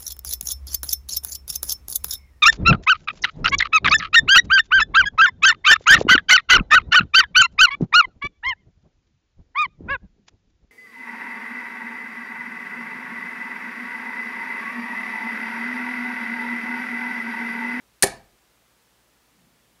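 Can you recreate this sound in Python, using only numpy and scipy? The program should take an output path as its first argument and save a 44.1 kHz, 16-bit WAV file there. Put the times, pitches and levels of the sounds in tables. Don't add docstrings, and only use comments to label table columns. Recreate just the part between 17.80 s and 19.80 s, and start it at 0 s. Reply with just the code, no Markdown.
import sys
import numpy as np
from scipy import signal
from scipy.fft import rfft, irfft
from scipy.io import wavfile

SR = 44100
rng = np.random.default_rng(int(sys.argv[2]) if len(sys.argv) > 2 else 0)


def unload_audio(sound):
    columns = np.transpose(np.atleast_2d(sound))
    steps = np.round(np.clip(columns, -1, 1) * 32767)
    wavfile.write(sys.argv[1], SR, steps.astype(np.int16))


def voltage_ratio(decibels):
    exponent = np.asarray(decibels, float) / 20
    return 10 ** exponent


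N = 88200


def evened(x):
    return x / np.sqrt(np.mean(x ** 2) + 1e-20)


def read(points, hz):
    table_hz, value = np.transpose(points)
    return np.interp(np.log(hz + 1), np.log(table_hz + 1), value)


def coloured(spectrum):
    white = rfft(rng.standard_normal(N))
    gain = voltage_ratio(read(spectrum, np.fft.rfftfreq(N, 1 / SR)))
    return evened(irfft(white * gain, N))


def ring(modes, start_s, force_db, pitch_factor, push):
    t = np.arange(SR // 4) / SR
    response = 0
    for hz, level_db, t60_s in modes:
        decay = voltage_ratio(level_db - 60 * t / t60_s)
        response = response + decay * np.sin(2 * np.pi * hz * pitch_factor * t)
    sound = np.convolve(response, push)
    out = np.zeros(N)
    out[round(start_s * SR):][:len(sound)] = voltage_ratio(force_db) * sound
    return out


def quiet():
    # pitch_hz, density_db
    hiss_spectrum = [(15, -38), (30, -16), (50, -6.5), (87, -9.5), (200, -5.5), (450, -7), (2000, -11),
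                     (16000, -20.5)]
    # pitch_hz, level_db
    hum_partials = [(59.5, -77.5), (117.14, -80), (48, -83)]
    # time_s, level_db
    rumble_levels = [(0, -76), (.3, -87.5), (1.2, -87), (1.4, -77), (1.65, -64.5), (1.8, -75.5), (2, -72.5)]
    rumble_hz, rumble_width_hz = 200, 90
    t = np.arange(N) / SR
    hum = 0
    for hz, level_db in hum_partials:
        phase = rng.random()
        hum = hum + np.sqrt(2) * voltage_ratio(level_db) * np.sin(2 * np.pi * (hz * t + phase))
    bell = np.exp(-((np.fft.rfftfreq(N, 1 / SR) - rumble_hz) / rumble_width_hz) ** 2)
    rumble = evened(irfft(rfft(rng.standard_normal(N)) * bell, N))
    swell = voltage_ratio(np.interp(t, *np.transpose(rumble_levels)))
    return voltage_ratio(-63) * coloured(hiss_spectrum) + hum + rumble * swell


def wall():
    # pitch_hz, level_db, rise_s, t60_s
    wall_modes = [(47, -46, .05, .8), (75, -52, .04, .4), (130, -50, .04, .35), (224, -39, .05, .4),
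                  (255, -46, .05, .4), (466, -46, .03, .3), (600, -48, .03, .28)]
    start_s = .245
    t = np.maximum(np.arange(N) / SR - start_s, 0)
    out = 0
    for hz, level_db, rise_s, t60_s in wall_modes:
        envelope = (1 - np.exp(-t / rise_s)) * voltage_ratio(level_db - 60 * t / t60_s)
        out = out + envelope * np.sin(2 * np.pi * hz * t)
    return out


def room(x):
    # pitch_hz, t60_s
    room_decay = [(100, 0.59), (250, 0.34), (600, .38), (1500, .32), (4500, .3), (9000, 0.21), (12000, .18),
                  (15000, .16)]
    # pitch_hz, level_db
    room_colour = [(100, -1.5), (300, -9.5), (800, 4.6), (1800, 0), (4500, -2.5), (9000, -1.5), (12000, -2),
                   (15000, -14.5)]
    level_db, gap_s, spacing = -14, 0.0055, 20
    taps = np.zeros(SR)
    at = np.arange(0, SR - spacing, spacing)
    taps[at + rng.integers(0, spacing, len(at))] = rng.choice([-1., 1.], len(at))
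    hz, t, bands = signal.stft(taps, SR, nperseg=256)
    fade_db = read(room_colour, hz)[:, None] - 60 * t / read(room_decay, hz)[:, None]
    tail = signal.istft(bands * voltage_ratio(fade_db), SR, nperseg=256)[1]
    tail = np.append(np.zeros(round(gap_s * SR)), tail / np.linalg.norm(tail))
    return voltage_ratio(level_db) * signal.fftconvolve(x, tail)[:N]


def scatter():
    # pitch_hz, density_db
    burst_spectrum = [(100, -12.5), (250, -2.5), (700, -0.5), (1100, -8.5), (1800, -8.5), (4500, -11.5),
                      (9500, -10.5), (14000, -23.5)]
    level_db, start_s, length_s = -14, .2245, .02
    progress = (np.arange(N) / SR - start_s) / length_s
    envelope = np.sin(np.pi * np.clip(progress, 0, 1))
    return coloured(burst_spectrum) * voltage_ratio(level_db) * envelope


def scrape():
    # pitch_hz, density_db
    rasp_spectrum = [(590, -52), (1000, -19.5), (1790, -10.5), (2180, -8.5), (6330, -8), (8750, -8),
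                     (11000, -7.5), (16000, -38.5)]
    rasp_db, rasp_s, hold_s, rasp_t60_s = -16, .2243, .016, 0.026
    rebound_db, rebound_s, rebound_t60_s = -28.5, .2716, .02
    t = np.arange(N) / SR - rasp_s
    late = np.arange(N) / SR - rebound_s
    rasp = (t > 0) * voltage_ratio(rasp_db - 60 * np.maximum(t - hold_s, 0) / rasp_t60_s)
    rebound = (late > 0) * voltage_ratio(rebound_db - 60 * abs(late) / rebound_t60_s)
    return coloured(rasp_spectrum) * (rasp + rebound)


def board():
    # pitch_hz, level_db, t60_s
    board_modes = [(125, -11.5, 0.034), (210, -4.5, 0.055), (396, -3.5, 0.057), (540, -6, 0.029),
                   (666.3, -1, .05), (757, -11, 0.034), (908.5, -16.5, 0.061)]
    # start_s, force_db, push_s
    thumps = [
        (.2245, -38.5, .001),
        (0.233, -25, .001),
        (0.2366, -17.5, 0.00091),
        (.238, -9, .001),
        (.2404, -12, .0008),
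        (0.263, -23.5, 0.00048),
    ]
    t = np.arange(300) / SR
    out = 0
    for start_s, force_db, push_s in thumps:
        push = np.sin(np.pi * np.clip(t / push_s, 0, 1)) ** 2
        out = out + ring(board_modes, start_s, force_db, 1, push / push.sum())
    return out


def shaft():
    # pitch_hz, level_db, t60_s
    shaft_modes = [(1764, -3, 0.038), (1873, -4.5, 0.039), (2337, -8, 0.025), (2773, -12, 0.011),
                   (4220, -5, .012), (4486, 1, .015), (1246, -17.5, 0.023)]
    # start_s, force_db
    knocks = [
        (0.2244, -22.5),
        (0.2269, -11.5),
        (0.2321, 2),
        (0.2326, -9.5),
        (0.2383, -16.5),
        (0.2715, -31),
    ]
    return sum(ring(shaft_modes, start_s, force_db - 10, 1, [1]) for start_s, force_db in knocks)


def barrels():
    # pitch_hz, level_db, t60_s
    barrel_modes = [(9294, 8, 0.0071), (8845, -1, .015), (10300, -5, 0.0052), (6490, -8, .01),
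                    (5750, -12.5, 0.012), (12500, -16, 0.002), (14600, -24, .006)]
    # start_s, force_db, contact_s, pitch_factor
    glances = [
        (.2243, -2, 0.0009, 1.02),
        (.2252, -5, 0.0013, .99),
        (.2274, -9.5, .0006, .98),
        (.2296, -10.5, .001, 1.1),
        (.2328, -9.5, .001, .95),
        (0.2348, -10.5, 0.00072, 1.01),
        (0.2366, -7.5, 0.0011, 1.15),
        (.2398, -13, .001, 1.05),
        (.2432, -15, .001, .98),
    ]
    n = np.arange(200)
    out = 0
    for start_s, force_db, contact_s, pitch_factor in glances:
        grit = rng.standard_normal(200) + 3 * (n == 0)
        push = grit * np.clip(contact_s * SR - n, 0, 1)
        push = .5 * push / np.linalg.norm(push)
        out = out + ring(barrel_modes, start_s, force_db, pitch_factor, push)
    return out


def scene():
    hit = barrels() + shaft() - board() + scrape()
    bass_cut = signal.butter(2, 150, "high", fs=SR, output="sos")
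    hit = signal.sosfilt(bass_cut, hit)
    into_room = voltage_ratio(-5) * hit + scatter()
    return (hit + room(into_room) + wall() + quiet())[None]


def roll_off(x):
    return signal.sosfilt(signal.butter(12, 16830, fs=SR, output="sos"), x)


def record(dry):
    limit = .68
    rounded = limit * np.tanh(dry / limit)
    edge = signal.firwin(255, 15750, fs=SR)[None]
    return roll_off(signal.oaconvolve(rounded, edge, "same"))


dry = scene()
out = record(dry)
unload_audio(out)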